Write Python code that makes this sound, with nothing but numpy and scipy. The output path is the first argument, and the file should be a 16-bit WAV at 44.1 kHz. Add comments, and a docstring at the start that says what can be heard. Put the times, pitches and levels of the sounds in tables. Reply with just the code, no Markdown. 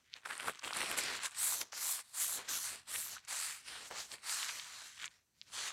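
"""A crumpled paper towel is squeezed in two hands outdoors, over quiet air and a low rumble that swells with the hand.
Creases snap (short wavelets, briefly answered by a steel plate) and fibres rub (lumpy noise through wad resonances).
From about 1.3 s the wad is wiped over the steel cooking plate in short strokes, and the rubbing turns to hiss and sheen.
Near 5.1 s it is lifted and slowly unfolds, faintly; one last stroke follows from 5.4 s.
"""
import sys
import numpy as np
from scipy import signal
from scipy.fft import rfft, irfft, next_fast_len
from scipy.io import wavfile
from scipy.ndimage import uniform_filter1d, map_coordinates

SR = 44100
rng = np.random.default_rng(int(sys.argv[2]) if len(sys.argv) > 2 else 0)


def volts(x):
    """Linear amplitude factor 10**(x/20) for a level x in dB, scalar or array-like."""
    e = np.asarray(x, float) / 20
    return 10 ** e


def wav_record(signal):
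    """Record a signal, one row per channel, as 16-bit PCM in the file named by sys.argv[1]."""
    frames = np.transpose(np.atleast_2d(signal))
    bounded = np.clip(frames, -1, 1)
    # unit amplitude maps onto the largest positive 16-bit level
    quanta = np.round(bounded * 32767).astype(np.int16)
    wavfile.write(sys.argv[1], SR, quanta)


N = 252252  # samples


def unit(x):
    """Scale to rms 1."""
    return x / np.sqrt(np.mean(x ** 2) + 1e-20)


def coloured(x, points):
    """x through a curve of (Hz, dB) points read on a log axis."""
    size = next_fast_len(N + 8192)
    hz, db = np.transpose(points)
    bins_hz = np.fft.rfftfreq(size, 1 / SR)
    gain = volts(np.interp(np.log(bins_hz + 1), np.log(hz), db))
    return irfft(rfft(x, size) * gain, size)[..., :N]


def wobble(rate):
    """A smooth random curve with rate knots a second, at most 400."""
    knots = rng.standard_normal(int(N * 400 / SR) + 4)
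    return map_coordinates(knots, [np.arange(N) * min(rate, 400) / SR])


def hump(f, hz, width_hz, steep):
    """Power of a resonance over frequency, averaging 1 in every frame."""
    p = (1 + ((f * f - hz * hz) / (np.abs(width_hz) * (f + 1))) ** 2) ** -steep
    return p / p.mean(axis=0)


# The working hand, one list per squeeze or stroke. Each row: time in seconds, effort in dB,
# sliding speed in dB, weight on the wad in dB.
STROKES = [
    [(0.0, -78, -22, -11), (0.02, -77, -19, -10), (0.114, -69.5, -32, -26), (0.14, -59, -25, -28),
     (0.15, -64, -24, -8), (0.164, -54.5, -28, -13), (0.218, -70.5, -16, -13), (0.232, -66, -36, -19),
     (0.245, -63, -14, -6)],
    [(0.245, -69, -20, -5), (0.257, -41.5, -23, -28), (0.273, -49, -11.5, -9), (0.419, -45.5, -17, -12),
     (0.487, -44.5, -7.5, -2), (0.585, -61.5, -16, -13), (0.595, -48, -13, -39), (0.605, -66, -14, -17),
     (0.62, -52, -17, -12)],
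    [(0.62, -54, -21, -16), (0.646, -40, -17, -5), (0.662, -46, -12, 1.5), (0.718, -44, -13.5, -11),
     (0.786, -40, -15, -8.5), (0.832, -35, -17, -8), (0.874, -42.5, -18, -11.5), (0.908, -39.5, -13, -6.5),
     (0.96, -44, -28, -12.5)],
    [(0.96, -46.5, -29, -9), (0.982, -35, -7, -12.5), (1.014, -41, -19.5, -12), (1.096, -40.5, -29, -10.5),
     (1.17, -41.5, -19, -13.5), (1.196, -49.5, -30, -9.5), (1.258, -34, -12, -36), (1.298, -59, -13, -26),
     (1.33, -55.5, -15, -37)],
    [(1.33, -55, -24, -37), (1.39, -39, -6, -28), (1.448, -34, -2.5, -34), (1.538, -36.5, -3.5, -25.5),
     (1.6, -43, -3.5, -20), (1.616, -38.5, -2.5, -11.5), (1.642, -59, -12, -7.5), (1.708, -68.5, -21, -14),
     (1.715, -70, -28, -13)],
    [(1.715, -73, -25, -11), (1.723, -50.5, -18, -28), (1.751, -46, -13.5, -23), (1.817, -39, -5, -37),
     (1.859, -37, -4, -23), (1.917, -34.5, -2, -42), (2.005, -48, -10, -24), (2.031, -63.5, -13, -32),
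     (2.13, -62, -7, -31)],
    [(2.13, -60, -10, -28), (2.152, -47.5, -6.5, -35), (2.212, -35, -3, -43), (2.286, -40, -2, -22),
     (2.342, -39, -4, -20), (2.364, -42.5, -4.5, -18), (2.394, -48, -13, -5.5), (2.438, -56.5, -24, -10),
     (2.475, -53, -21, -14)],
    [(2.475, -52, -29, -12), (2.489, -39.5, -13.5, -18), (2.511, -38, -7.5, -17), (2.607, -41.5, -5, -24.5),
     (2.653, -40.5, -8.5, -44), (2.733, -46, -12.5, -14), (2.783, -53.5, -16, -16.5),
     (2.849, -72.5, -20, -20), (2.865, -62, -17, -29)],
    [(2.865, -66, -19, -19), (2.879, -51, -14.5, -23.5), (2.927, -41.5, -7.5, -24),
     (2.959, -39.5, -4.5, -19), (3.039, -43, -3, -28.5), (3.147, -47.5, -10.5, -21), (3.225, -69, -27, -27),
     (3.253, -59, -24, -43), (3.27, -72, -15, -24)],
    [(3.27, -63, -25, -28), (3.282, -47.5, -14, -37), (3.294, -42, -10, -51), (3.33, -41, -11, -37),
     (3.436, -40.5, -9, -36), (3.496, -41.5, -11.5, -37), (3.57, -50.5, -11, -32), (3.632, -63, -18, -16),
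     (3.64, -60, -18, -21)],
    [(3.64, -61, -18, -17), (3.684, -46, -19, -23), (3.694, -50, -20, -14), (3.77, -46, -25, -23),
     (3.8, -50, -23, -11), (3.858, -50.5, -18.5, -20), (3.888, -53.5, -9.5, -17), (3.9, -60, -16, -20)],
    [(3.9, -57, -15, -7), (3.912, -51.5, -22, 3), (3.928, -49.5, -25.5, -5.5), (4.004, -42, -13.5, -20.5),
     (4.084, -59.5, -11.5, -20), (4.12, -49.5, -12, -19), (4.142, -45.5, -13, -18), (4.174, -62, -19, -11),
     (4.22, -65, -22, -16)],
    [(4.22, -62, -17, -21), (4.244, -48.5, -16, -25), (4.3, -39.5, -12.5, -33), (4.426, -40, -14, -26),
     (4.48, -44, -14, -29), (4.498, -40, -16.5, -28), (4.52, -45.5, -15.5, -26), (4.592, -47, -14, -16),
     (4.6, -46, -21.5, -31)],
    [(4.6, -47, -16, -28), (4.618, -48.5, -17, -32), (4.666, -51, -14.5, -26), (4.74, -51, -16.5, -27),
     (4.792, -49.5, -18.5, -41), (4.828, -52.5, -16.5, -21), (4.866, -51, -14, -27),
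     (4.928, -59.5, -16, -21), (4.98, -53, -18, -29)],
    [(4.98, -54, -17, -23), (5.048, -45.5, -19, -15.5), (5.058, -44.5, -11.5, -30),
     (5.07, -51.5, -19.5, -11.5), (5.08, -55, -22, -13), (5.09, -66, -11, -7)],
    [(5.43, -69.5, -11, -22), (5.454, -72, -21, -19), (5.478, -60, -19, -22), (5.51, -62, -17, -16),
     (5.538, -45.5, -17, -25), (5.58, -43, -20.5, -22.5), (5.68, -42, -15.5, -24), (5.72, -50.5, -22, -23)],
]
# The lifted wad slowly unfolds in the air. Each row: time in seconds, effort in dB, sliding speed in dB, weight in dB.
LIFTED = [(5.11, -65.5, -15, -22), (5.17, -70.5, -16.5, -21), (5.25, -86, -17, -22),
          (5.33, -83.5, -17.5, -19), (5.38, -73, -12.5, -22), (5.42, -74, -19, -26)]


def hand(t):
    """Effort, speed and weight of the hand at times t (dB), gliding from row to row."""
    rows = np.vstack([*STROKES, LIFTED])
    s, *controls = rows[np.argsort(rows[:, 0], kind="stable")].T
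    return [np.interp(t, s, control) for control in controls]


# How much the wad is crumpled rather than slid. Each row: time in seconds, share from 0 to 1.
CRUMPLING = [(0, 0), (0.5, 1), (0.8, 0.69), (1.02, 0), (1.08, 0), (1.2, 0.2), (1.3, 0.6), (1.38, 0),
             (3.55, 0.14), (3.7, 0), (4.2, 0), (4.9, 0), (5.0, 0.3), (5.08, 0.55), (5.15, 0), (5.5, 0)]


def crumpling_at(t):
    """Share of crumpling at times t: it makes the rubbing lumpier and the small snaps louder."""
    return np.interp(t, *np.transpose(CRUMPLING))


# Tone of the low rumble. Each row: frequency in Hz, relative level in dB.
RUMBLE_COLOUR = [(15, -41.5), (30, -16), (80, -2.5), (170, -7.5), (300, -15), (600, -45.5)]
# Slow rise and fall of the low rumble. Each row: time in seconds, change in dB.
RUMBLE_SWELL = [(0, 2), (.6, -5), (1.2, 2), (1.8, -1), (2.4, 2), (3, 2.5), (3.5, 3), (4, 6), (4.6, 1),
                (5.2, 2), (5.72, 2)]


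def rumble():
    """The hand presses a lumpy low rumble into the plate: deep noise that follows effort and weight, slowly swelling."""
    t = np.arange(N) / SR
    effort_db, _, weight_db = hand(t)
    push_db = 0.39 * (effort_db + 46.5) + 0.061 * (weight_db + 12)
    swell_db = np.interp(t, *np.transpose(RUMBLE_SWELL))
    lumps_db = 1.1 * wobble(8.1) + 2.2 * wobble(3.3)
    level = volts(-75.5 + push_db + swell_db + lumps_db)
    return level * unit(coloured(rng.standard_normal(N), RUMBLE_COLOUR))


# Tone of quiet outdoor air. Each row: frequency in Hz, relative level in dB.
AIR_COLOUR = [(120, -40.5), (200, 3), (1130, -4.5), (1280, -14), (4590, -7), (5500, -7.5), (5900, -1),
              (6400, -3), (10600, -9.5), (15600, -11.5)]


def air():
    """Quiet outdoor air: steady coloured noise."""
    return volts(-82) * unit(coloured(rng.standard_normal(N), AIR_COLOUR))


def plate(x):
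    """The steel plate and its rim return a short, dense answer: noise dying by 60 dB in 29 ms."""
    t = np.arange(SR // 10) / SR
    tail = rng.standard_normal(len(t)) * volts(-60 * t / 0.029)
    late = np.pad(x, (60, 0))  # samples, about 1.4 ms
    return signal.fftconvolve(late, tail / np.linalg.norm(tail))[:N]


def wavelets(s, db, hz, cycles):
    """Short bursts of a few cycles with a quick rise and a slower fall, thin below their pitch."""
    k = np.arange(-64, 192)  # samples around each burst
    u = k / SR * (hz / cycles)[:, None]
    shape = np.exp(-np.where(u < 0, 5.5, 2.5) * u * u)
    phase = rng.uniform(-1, 1, (len(s), 1))
    w = volts(db)[:, None] * shape * np.cos(2 * np.pi * hz[:, None] * k / SR + phase)
    # a crease radiates little under 0.44 of its pitch
    over = 1j * np.fft.rfftfreq(len(k), 1 / SR) / (0.44 * hz[:, None])
    low_cut = over ** 2 / (1 + np.sqrt(2) * over + over ** 2)
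    w = irfft(rfft(w) * low_cut, len(k))
    at = np.clip(np.round(s * SR).astype(int)[:, None] + k, 0, N - 1)
    return np.bincount(at.ravel(), w.ravel(), N)


# Loud crease snaps. Each row: time in seconds, level in dB before the filters, pitch in Hz.
SNAPS = [(0.133, -32, 3350), (0.1393, -20.5, 3930), (0.1637, -45, 2910), (0.178, -44, 2380),
         (0.2348, -42, 1830), (0.254, -29, 1810), (0.26, -39, 1520), (0.272, -27.5, 1170),
         (0.3094, -24, 1660), (0.3274, -41, 4060), (0.3794, -24, 8670), (0.3993, -18.5, 2400),
         (0.451, -48, 2710), (0.4793, -37, 1700), (0.495, -21, 1370), (0.549, -34, 3080),
         (0.6323, -28, 1500), (0.5942, -26.5, 5200), (0.6475, -21.5, 2300), (0.6756, -22.5, 1420),
         (0.679, -23.5, 3010), (0.708, -20.5, 1370), (0.7335, -18.5, 4200), (0.7685, -23.5, 9350),
         (0.772, -19, 8800), (0.804, -30.5, 2200), (0.8162, -15.5, 2290), (0.8338, -20, 700),
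         (0.846, -28.5, 2800), (0.86, -23, 3120), (0.9153, -21, 11000), (0.9152, -17, 2190),
         (0.9824, -29, 1920), (0.988, -32, 1600), (1.0376, -20, 8700), (1.192, -27, 1980),
         (1.235, -23, 9000), (1.26, -38, 3610), (1.3105, -33.5, 8030), (1.346, -42, 7680),
         (1.614, -16.5, 4870), (1.6161, -20, 2430), (1.6306, -31, 5650), (1.7241, -28, 4970),
         (1.732, -28, 1200), (1.993, -29, 1750), (2.148, -30, 8620), (2.4914, -21, 5900),
         (2.9599, -19, 2960), (3.008, -28, 8200), (3.1824, -33.5, 2360), (3.2502, -36, 6800),
         (3.6832, -30, 2400), (3.9117, -24.5, 1130), (4.1176, -25, 4470), (4.1838, -39, 2380),
         (4.2956, -19.5, 3500), (4.4299, -17.5, 2900), (4.492, -21, 2600), (4.497, -22, 2440),
         (4.5976, -22, 3550), (4.9992, -29, 3120), (5.015, -40, 4700), (5.0178, -28, 3510),
         (5.0433, -20.5, 2870), (5.0572, -24, 6500), (5.079, -28, 3160), (5.415, -25, 4000),
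         (5.4216, -42, 3100)]


def crinkle():
    """Creases buckle: loud snaps, and many small ones that follow the effort and grow with crumpling."""
    s, db, hz = np.transpose(SNAPS)
    loud = wavelets(s, db, hz, cycles=0.94 * (hz / 2500) ** 0.82)
    when, strength, pitch, length = rng.random((1500, 4)).T
    small_s = when * N / SR
    effort_db = hand(small_s)[0] + 9.9 * crumpling_at(small_s)
    small_db = effort_db - 7 - 5.3 * np.log(strength + 0.16)  # a few stand out
    small_hz = 1100 * 5.0 ** pitch
    small_cycles = (2.15 + 0.31 * length) * (small_hz / 2500) ** 0.09
    small = wavelets(small_s, small_db, small_hz, small_cycles)
    # a thin sheet radiates no bass
    sheet = [(60, -42.5), (300, -14.5), (600, 0.5), (1500, -3.0), (3000, -3), (20000, -2.5)]
    return coloured(loud + small, sheet)


def avalanches(boost_db, life_s):
    """Every loud snap frees the neighbouring folds: a swell in dB that dies away after it."""
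    at = np.round(np.transpose(SNAPS)[0] * SR).astype(int)
    starts = np.bincount(at, minlength=N)[:N]
    t = np.arange(SR // 20) / SR
    swell = signal.fftconvolve(starts, np.exp(-t / life_s))[:N]
    return boost_db * np.tanh(swell)


# A loose fold catches and drags for a moment. Each row: time of its middle in seconds, length in seconds,
# level in dB, centre in Hz.
SCUFFS = [(.26, 0.01, -39.5, 1370), (0.836, .012, -44, 498), (0.313, 0.028, -38.5, 1580),
          (0.486, 0.017, -41.5, 1300), (0.989, 0.018, -36, 1870), (1.26, 0.025, -47, 1580),
          (1.618, 0.018, -46.5, 2180), (1.73, .012, -50, 1210), (2.388, 0.038, -50.5, 1670),
          (2.49, .015, -55, 1500), (2.953, 0.012, -36, 1900), (3.17, 0.0091, -47, 1350),
          (3.323, 0.037, -48.5, 1020), (3.921, 0.014, -48, 900), (5.035, .04, -52.5, 1470)]


def scuffs(f, t):
    """Power over frequency and time of the dragging folds, each a resonance that swells and fades."""
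    power = 0
    for s, length, db, hz in SCUFFS:
        swell = np.exp(-4 * ((t - s) / length) ** 2)
        power = power + volts(2 * db) * hump(f, hz, 0.49 * hz, steep=1.65) * swell
    return power


def slips(spiky_db, clumpy_db, crumpled_db):
    """White stick-slip of many fibres: uneven grain sizes in clumps, far lumpier while the wad is crumpled."""
    crumpling = crumpling_at(np.arange(N) / SR)
    depth_db = clumpy_db + crumpled_db * crumpling
    # deeper clumps keep the same power
    clumps_db = depth_db * wobble(390) - depth_db ** 2 * np.log(10) / 20
    bursts_db = (0.5 + 2.2 * crumpling) * wobble(30)
    freed_db = crumpling * (avalanches(boost_db=6.0, life_s=0.003) - 3.0)
    grains_db = spiky_db * rng.standard_normal(N) + clumps_db + bursts_db + freed_db
    return unit(volts(grains_db) * rng.standard_normal(N))


# The grip reshapes the wad as it travels. Each row: time in seconds, body centre in Hz, hiss centre in Hz,
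# sheen centre in Hz.
GRIP = [(0.0, 1960, 6670, 10400), (0.13, 2650, 6000, 10300), (0.21, 1600, 6430, 9520),
        (0.24, 1420, 8450, 9630), (0.38, 1700, 8500, 10300), (0.52, 1550, 8610, 10200),
        (0.57, 2110, 6400, 9670), (0.62, 1460, 7560, 9970), (0.83, 1860, 8760, 10300),
        (1.18, 2040, 7180, 9730), (1.27, 1520, 7750, 9670), (1.37, 1950, 7900, 9700),
        (1.54, 1280, 7430, 10600), (1.62, 2390, 6530, 10900), (1.7, 1490, 6280, 10300),
        (1.75, 1590, 6920, 11500), (2.09, 1640, 8150, 9800), (2.53, 1930, 7000, 11700),
        (2.74, 1770, 8060, 9700), (3.03, 1870, 7990, 11000), (3.06, 1530, 7430, 11800),
        (3.18, 1840, 6740, 10500), (3.3, 1880, 7300, 9500), (3.38, 1500, 7400, 10100),
        (3.43, 2030, 8290, 10100), (3.51, 1890, 7700, 10800), (3.68, 2060, 8310, 9570),
        (3.74, 1700, 8610, 9730), (4.0, 1570, 6130, 10400), (4.22, 1700, 8520, 9580),
        (4.46, 1900, 6600, 10700), (4.92, 1950, 7030, 10200), (5.13, 2140, 6540, 9590),
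        (5.21, 1850, 6090, 11000), (5.3, 1900, 7490, 11700), (5.37, 2410, 5960, 11200),
        (5.45, 2450, 6060, 10200), (5.5, 1710, 7530, 9520), (5.54, 1890, 8000, 9700),
        (5.72, 1770, 6900, 9830)]


def rubbing():
    """Fibre slips ring the wad's resonances: speed shifts the sound to hiss and sheen, weight feeds the low one."""
    grains = slips(spiky_db=2.5, clumpy_db=1.2, crumpled_db=2.6)
    f, t, z = signal.stft(grains, SR, nperseg=256)
    f = f[:, None]
    effort_db, speed_db, weight_db = hand(t)
    crumpling = crumpling_at(t)
    s, *centres_hz = np.transpose(GRIP)
    body_hz, hiss_hz, sheen_hz = [np.interp(t, s, hz) for hz in centres_hz]

    def share(db, per_speed, per_effort, crumpled_db):
        """Power weight of a resonance: dB at a middling slide, growth in dB per dB, change when crumpled."""
        slide_db = per_speed * (speed_db + 14) + per_effort * (effort_db + 48)
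        return volts(2 * (db + slide_db + crumpled_db * crumpling))

    body = share(-5, -0.55, -0.034, crumpled_db=14.5)
    scrape = share(-4.5, -0.13, -0.038, crumpled_db=-3.5)
    hiss = share(-3.5, 0.29, 0.03, crumpled_db=7)
    sheen = share(-13.5, 1.22, -0.03, crumpled_db=0)
    power = body * hump(f, body_hz, width_hz=3930, steep=3.12)
    power = power + scrape * hump(f, 4460, width_hz=3800, steep=3.8)
    power = power + hiss * hump(f, hiss_hz, width_hz=5400, steep=4.23)
    power = power + sheen * hump(f, sheen_hz, width_hz=4200, steep=1.7)
    power = power / (body + scrape + hiss + sheen)
    # the pressing resonance sinks and weakens while the wad is crumpled
    pressing = volts(2 * (weight_db + 3.5 - 3.5 * crumpling))
    power = power + pressing * hump(f, 600 - 146 * crumpling, width_hz=990, steep=1.12)
    power = power * volts(2 * effort_db) + scuffs(f, t)
    # the contact patch keeps changing shape, so the colour is blotchy
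    patches = uniform_filter1d(rng.standard_normal(z.shape), size=4, axis=0)
    patches = unit(uniform_filter1d(patches, size=30, axis=1))
    return signal.istft(z * np.sqrt(power) * volts(1.7 * patches), SR, nperseg=256)[1][:N]


def scene():
    """Air and rumble, the snaps with the plate's answer, and the rubbing in front."""
    snaps = crinkle()
    answer = volts(-23.0) * plate(snaps)
    return (air() + rumble() + answer + snaps + rubbing())[None]


# Narrow resonances of the microphone housing. Each row: centre in Hz, width in Hz, gain in dB.
HOUSING = [(4750, 250, -1), (6020, 390, 2.5), (8770, 170, -1.5), (10650, 770, -1)]


def housing(x):
    """The microphone housing lifts or dips narrow bands."""
    hz = np.arange(50, SR / 2, 50)
    ridges_db = sum(db * np.exp(-2 * ((hz - centre) / width) ** 2) for centre, width, db in HOUSING)
    return coloured(x, np.c_[hz, ridges_db])


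def band_limit(x):
    """A steep low-pass at the top of the band."""
    return signal.sosfilt(signal.butter(12, 15710, fs=SR, output="sos"), x)


# Microphone colour. Each row: frequency in Hz, gain in dB.
MICROPHONE = [(100, -2), (3000, -1), (6000, -2), (9000, -0.5), (13000, 0.5), (15700, -1.5)]


def record(dry):
    """The scene through the housing resonances and the microphone colour."""
    mix = coloured(housing(dry), MICROPHONE)
    return band_limit(mix)


dry = scene()
out = record(dry)
wav_record(out)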